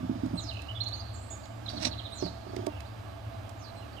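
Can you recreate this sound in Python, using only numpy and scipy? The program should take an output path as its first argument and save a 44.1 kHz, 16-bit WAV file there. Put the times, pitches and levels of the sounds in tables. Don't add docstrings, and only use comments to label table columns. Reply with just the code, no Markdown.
import sys
import numpy as np
from scipy import signal
from scipy.fft import rfft, irfft
from scipy.io import wavfile
from scipy.ndimage import uniform_filter1d

SR = 44100
rng = np.random.default_rng(int(sys.argv[2]) if len(sys.argv) > 2 else 0)


def master(y):
    cut = np.clip(np.atleast_2d(y).T, -1, 1)
    pcm = np.round(cut * 32767)
    wavfile.write(sys.argv[1], SR, pcm.astype(np.int16))


N = 176400
TIME = np.arange(N) / SR
BODY_LEFT_DB, STRAW_LEFT_DB, BIRD_LEFT_DB, LEFT_LAG_S = -8.5, -16, -12.5, .0006


# mode in Hz, relative level in dB, seconds to fall 60 dB.
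BOX_MODES = [(176.2, -1.5, 0.15), (253, 5, 0.058), (299.8, -1.5, 0.11), (358.3, -0.5, 0.05),
             (613, -6, 0.077), (663, -9, 0.067), (910, -17, 0.11), (1133, -17, 0.054)]
# start in seconds, peak in dB, ring centre in Hz, brightness in dB.
OWL_BUMPS = [(.004, -32, 233, -19), (0.028, -25, 216.4, -16), (0.043, -27.5, 240, -24),
             (.093, -16, 243, -16), (0.112, -24, 288, -22), (0.153, -26, 235, -18), (0.232, -18, 258, -26),
             (0.239, -24, 246, -20), (0.258, -22.5, 228, -6), (0.306, -28, 236, -22),
             (0.331, -22, 213.6, -14), (0.353, -28, 255, 0), (0.44, -34, 308, -24), (1.732, -29.5, 292, 8),
             (1.85, -26, 259, -20), (1.866, -21, 246, 7.5), (2.223, -15.5, 376, -8),
             (2.242, -29.5, 170, -11), (2.261, -25.5, 370, 2), (2.465, -29.5, 364, -4),
             (2.492, -36, 375, -20), (2.532, -26.5, 382, -10), (2.565, -22.5, 390, -16),
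             (2.59, -24.5, 395, -13), (2.633, -30, 402, -17), (2.667, -15, 368, -2.5)]

def owl_bumps(contact_s=.0063, spread_oct=.24, bright_above_hz=480, left_db_per_oct=-7.5):
    out = np.zeros((2, N))
    t = np.maximum(np.arange(SR // 4) / SR - np.array([[LEFT_LAG_S], [0]]), 0)
    soft_onset = np.sin(np.pi / 2 * np.minimum(t / contact_s, 1)) ** 2
    for start, db, centre, bright_db in OWL_BUMPS:
        ring = 0
        for hz, mode_db, t60 in BOX_MODES:
            nearness = np.exp(-.5 * (np.log2(hz / centre) / spread_oct) ** 2)
            weight = undb(bright_db) if hz > bright_above_hz else nearness
            detune = 1 + .0085 * rng.standard_normal()
            mode = np.sin(2 * np.pi * hz * detune * t) * undb(mode_db - 60 * t / t60)
            left_db = BODY_LEFT_DB + left_db_per_oct * np.log2(hz / BOX_MODES[2][0])
            ring += weight * mode * undb([[left_db], [0]])
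        ring *= soft_onset
        add(out, start, undb(db) * ring / np.abs(ring).max())
    return out


# frequency in Hz, gain in dB.
TICK_EQ = [(800, 3), (2000, 14), (3500, 10.5), (5500, 11.5), (7500, -10), (10000, -23), (15000, -30)]
SNAP_EQ = [(3500, -14), (7000, 4.5), (8500, 0.5), (10500, -1), (15000, -12)]
# crest in seconds, level in dB, brightness in dB.
STRAW_TICKS = [(0.262, -46, -4), (0.536, -54, 5), (0.62, -43, -2.5), (0.839, -42, -9), (0.888, -57, 13),
               (1.458, -43, -12), (1.701, -40, -9.5), (2.225, -37, -13), (2.263, -44, -8),
               (2.565, -33.5, -10.5), (2.59, -59, -12), (2.667, -31.5, -5.5), (2.806, -37.5, -7),
               (3.494, -46, 1)]

def straw_ticks(rise_s=.0012, fall_s=.0024, snap_db=.5):
    ticks = [(s, rise_s, fall_s, db) for s, db, _ in STRAW_TICKS]
    snaps = [(s, rise_s, fall_s, db + bright + snap_db) for s, db, bright in STRAW_TICKS]
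    return place(bursts(noise(), TICK_EQ, ticks) + bursts(noise(), SNAP_EQ, snaps), STRAW_LEFT_DB)


# frequency in Hz, gain in dB.
RUSTLE_EQ = [(200, -41), (650, 0.5), (1400, -11.5), (2600, 0), (3200, -7.5), (4000, 6.5), (4800, -3),
             (5750, 4.5), (6600, -12), (8300, -10.5), (10000, -22.5), (15000, -36)]
# crest, rise and fall in seconds, level in dB.
RUSTLE_STROKES = [(1.70, 0.017, 0.082, -45.5), (1.831, 0.015, 0.018, -30), (1.853, 0.0032, 0.007, -19),
                  (1.872, 0.014, 0.0087, -27)]

def rustle(grains_per_s=2600, spread_db=2):
    catches = rng.random(N) < grains_per_s / SR
    grains = catches * np.sign(noise()) * undb(spread_db * noise())
    return place(bursts(grains, RUSTLE_EQ, RUSTLE_STROKES), STRAW_LEFT_DB)


# frequency in Hz, gain in dB.
SLIDE_EQ = [(100, -14), (170, -3.5), (300, 0.5), (470, -22), (650, 0.5), (1000, -17), (1200, -17),
            (2500, -26), (5000, -24), (12000, -48)]
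# crest, rise and fall in seconds, level in dB.
BODY_SLIDES = [(.25, 0.43, 0.23, -43), (1.85, .13, 0.085, -34.5), (2.26, 0.02, 0.036, -39),
               (2.59, 0.11, 0.11, -41)]

def body_slides():
    return place(bursts(noise(), SLIDE_EQ, BODY_SLIDES), BODY_LEFT_DB)


# crest in seconds, pitch in Hz, level in dB.
LOW_THUDS = [(2.236, 122, -35.5), (2.798, 74, -37), (3.275, 104, -30.5)]

def thuds(rise_s=.017, fall_s=.019):
    return sum(np.sin(2 * np.pi * hz * (TIME - s)) * swells([(s, rise_s, fall_s, db)])
               for s, hz, db in LOW_THUDS)


def sing(notes, crest, rough, echo_db, echo_t60, woodland_db, ease=0, taper=1):
    direct = np.zeros(N)
    wobble = 1 + rough * walk(rate_hz=355)
    for start, length, first, middle, last, db in notes:
        u = np.linspace(0, 1, int(length * SR))
        glide = u - ease * np.sin(2 * np.pi * u) / (2 * np.pi)
        bend = np.polyfit([0, .5, 1], [first, middle, last], 2)
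        hz = np.polyval(bend, glide) * np.roll(wobble, -int(start * SR))[:len(u)]
        swell = np.sin(np.pi / 2 * np.interp(u, [0, crest, 1], [0, 1, 0])) ** taper
        tone = np.sqrt(2) * np.sin(2 * np.pi * np.cumsum(hz) / SR)
        add(direct, start, undb(db) * swell * tone)
    tails = [undb(echo_db) * echoes(echo_t60) + undb(woodland_db) * echoes(t60=1) for _ in range(2)]
    wet = np.array([signal.fftconvolve(direct, tail)[:N] for tail in tails])
    return place((direct + wet) / np.hypot(1, undb(echo_db)), BIRD_LEFT_DB)


# start and length in seconds, first, middle and last pitch in Hz, level in dB.
NEAR_SONG = [(.371, 0.037, 3850, 4140, 3000, -32.5), (.486, 0.02, 4470, 4080, 3300, -32.5),
             (.503, 0.026, 3460, 2876, 2600, -41), (.522, 0.012, 2930, 2700, 2580, -40),
             (.544, 0.017, 3030, 2690, 2540, -42.5), (.566, 0.011, 3210, 2710, 2500, -38),
             (.59, 0.012, 2890, 2704, 2550, -37.5), (.678, 0.05, 2640, 3067, 2710, -37.5),
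             (.744, 0.049, 3430, 3455, 3110, -38.5), (.801, 0.025, 3270, 4304, 3540, -26),
             (.856, 0.0333, 3164, 4360, 3310, -30), (.92, 0.041, 3286, 4510, 3820, -33),
             (.986, 0.041, 4020, 4790, 4580, -40), (1.658, 0.016, 4580, 3800, 3750, -36),
             (2.116, .03, 3520, 3940, 4300, -39), (2.15, 0.11, 4000, 4270, 4390, -43),
             (2.245, 0.046, 4530, 4260, 3910, -41.5)]
SONG_TOP = [(0.83, 0.023, 6430, 6370, 5330, -50), (0.867, 0.04, 6400, 6700, 6440, -57),
            (0.927, 0.104, 6700, 6410, 6470, -57)]
HOOKED_CHIRPS = [(1.677, 0.023, 3340, 3850, 4800, -30.5), (1.764, 0.025, 4310, 4100, 2710, -35.5),
                 (1.906, 0.037, 3920, 4095, 2400, -35.5), (1.977, .028, 3290, 3960, 2360, -34.5),
                 (2.04, 0.039, 3426, 3870, 2470, -39)]
HIGH_BUZZES = [(1.13, 0.049, 8100, 7290, 6950, -47.5), (1.17, 0.093, 7200, 7720, 7060, -54.5),
               (1.2, 0.12, 8500, 8020, 7200, -57), (1.298, 0.037, 7000, 7400, 7560, -41.5)]
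FAR_CALLS = [(1.3, 0.048, 3400, 3650, 4400, -55.5), (1.43, 0.036, 4560, 4300, 3960, -53),
             (2.47, 0.052, 4980, 4500, 4270, -54.5), (2.745, .06, 3200, 2750, 2350, -54),
             (2.845, 0.04, 3540, 4220, 4880, -53), (3.08, .055, 3700, 4070, 5000, -61),
             (3.8, .055, 3400, 2800, 2400, -55), (3.925, 0.03, 4800, 4400, 3900, -55),
             (3.962, 0.04, 3280, 2900, 2400, -44)]
CLEAN_WHISTLES = [(1.3, 0.065, 6800, 6740, 6740, -44.5), (2.61, 0.1, 3150, 3410, 3180, -62),
                  (2.69, 0.14, 2800, 2660, 2500, -49.5), (3.75, 0.063, 8000, 7840, 7600, -62),
                  (3.75, 0.072, 4150, 4120, 4020, -54)]
FALLING_SWEEPS = [(.328, 0.19, 9480, 6185, 3850, -44.5), (2.096, 0.2, 9180, 5860, 3950, -43),
                  (3.56, .145, 7930, 5170, 4020, -51)]

def songbirds():
    song = sing(NEAR_SONG + SONG_TOP, crest=.45, rough=.022, echo_db=-5, echo_t60=.09, woodland_db=-6.5)
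    chirps = sing(HOOKED_CHIRPS, crest=.55, rough=.05, echo_db=1, echo_t60=.06, woodland_db=-2)
    buzzes = sing(HIGH_BUZZES, crest=.35, rough=.045, echo_db=6, echo_t60=.2, woodland_db=1)
    calls = sing(FAR_CALLS, crest=.35, rough=.024, echo_db=3, echo_t60=.14, woodland_db=-3)
    whistles = sing(CLEAN_WHISTLES, crest=.35, rough=.004, echo_db=-6, echo_t60=.14, woodland_db=-8)
    sweeps = sing(FALLING_SWEEPS, crest=.8, rough=.045, echo_db=6, echo_t60=.16, woodland_db=-2,
                  ease=.3, taper=1.2)
    return song + chirps + buzzes + calls + whistles + sweeps


def distant_chorus(count=48, centre_hz=3200, note_s=.043, db=-62):
    notes = []
    for i, (jitter, pitch, bend) in enumerate(rng.standard_normal((count, 3))):
        start = (i + .51 * jitter) * N / SR / count
        pitches = centre_hz * np.exp(.17 * pitch + .066 * np.array([bend, 0, -bend]))
        notes.append((start, note_s, *pitches, db))
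    return sing(notes, crest=.34, rough=.02, echo_db=5, echo_t60=.22, woodland_db=-2)


# pitch in Hz, level in dB, waver as a share of the tone.
HUM_TONES = [(73.7, -53, 0.73), (99.2, -52, 0.43), (112, -47.5, 0.25), (4850, -76.5, 1)]

def hum():
    out = 0
    for hz, db, waver in HUM_TONES:
        drift = 1 + waver * (walk(7.4) + 1j * walk(3.6))
        tone = np.exp(2j * np.pi * (hz * TIME + rng.random()))
        out += undb(db) * np.sqrt(2) * np.real(drift * tone)
    return out


# frequency in Hz, noise density in dB per Hz.
AIR_SPECTRUM = [(140, -81), (230, -74.5), (260, -77.5), (295, -72), (340, -79), (480, -82.5), (610, -73.5),
                (648, -71.5), (668, -63.5), (695, -75.5), (850, -75), (1000, -82.5), (1170, -76.5),
                (1450, -85.5), (1590, -82.5), (1950, -90), (2150, -88), (2500, -89), (4000, -92.5),
                (6000, -101), (9000, -106.5), (15000, -105.5)]
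# frequency in Hz, correlation from 0 to 1.
AIR_CORRELATION = [(140, 0.11), (350, 0.12), (700, 0.057), (2000, 0.058), (12000, 0.86)]

def outdoor_air(swell_db=.5):
    right, alike = noise(), per_bin(AIR_CORRELATION)
    left = irfft(alike * rfft(right) + np.sqrt(1 - alike ** 2) * rfft(noise()), N)
    hiss = colour(np.array([left, right]), AIR_SPECTRUM) * np.sqrt(SR / 2)
    return hiss * undb(swell_db * walk(9.1))


# frequency in Hz, noise density in dB per Hz before the ebb.
RUMBLE_SPECTRUM = [(15, -87), (30, -89), (60, -69), (80, -67), (110, -59), (130, -85), (200, -144),
                   (1000, -160)]
# time in seconds, gain in dB.
EBB = [(0, -2), (.2, 1.5), (1.1, 0), (1.4, -2), (3.4, -2), (3.7, -5.5)]
# frequency in Hz, gain in dB.
LEFT_EQ = [(120, 1.5), (300, -2), (650, -13), (1500, -8), (4000, -13), (8700, -4.5), (10000, -31),
           (15000, -29)]

def background():
    ebb = undb(np.interp(TIME, *np.array(EBB).T))
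    left, right = hum() * ebb + outdoor_air()
    rumble = colour(noise(), RUMBLE_SPECTRUM) * np.sqrt(SR / 2)
    return np.array([colour(left, LEFT_EQ), right]) + rumble * ebb


def undb(db):
    return 10 ** (np.asarray(db) / 20)


def unit(x):
    return x / np.sqrt(np.mean(x ** 2))


def per_bin(points):
    hz, value = np.array(points, float).T
    bin_hz = np.maximum(np.arange(N // 2 + 1) * SR / N, 1)
    return np.interp(np.log(bin_hz), np.log(hz), value)


def colour(x, eq):
    return irfft(rfft(x) * undb(per_bin(eq)), N)


def noise():
    return rng.standard_normal(N)


def walk(rate_hz):
    width = int(SR / rate_hz)
    smoothed = uniform_filter1d(noise(), width, mode="wrap")
    return unit(uniform_filter1d(smoothed, width, mode="wrap"))


def add(track, start, x):
    i = max(int(start * SR), 0)
    track[..., i:i + x.shape[-1]] += x[..., :max(N - i, 0)]


def place(x, left_db):
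    left, right = np.broadcast_to(x, (2, N))
    return np.array([undb(left_db) * np.roll(left, int(LEFT_LAG_S * SR)), right])


def swells(gestures):
    shapes = (undb(db) * np.exp(-np.maximum((crest - TIME) / rise, (TIME - crest) / fall))
              for crest, rise, fall, db in gestures)
    return np.sqrt(sum(shape ** 2 for shape in shapes))


def bursts(texture, eq, gestures):
    return unit(colour(texture, eq)) * swells(gestures)


def echoes(t60):
    tail = noise() * undb(-60 * TIME / t60)
    return tail / np.sqrt(np.sum(tail ** 2))


def scene():
    birds = songbirds() + distant_chorus()
    owl = owl_bumps() + straw_ticks() + rustle() + body_slides()
    return birds + owl + thuds() + background()


def record(dry):
    return signal.sosfilt(signal.ellip(10, .1, 80, 14900, fs=SR, output="sos"), dry)


dry = scene()
out = record(dry)
master(out)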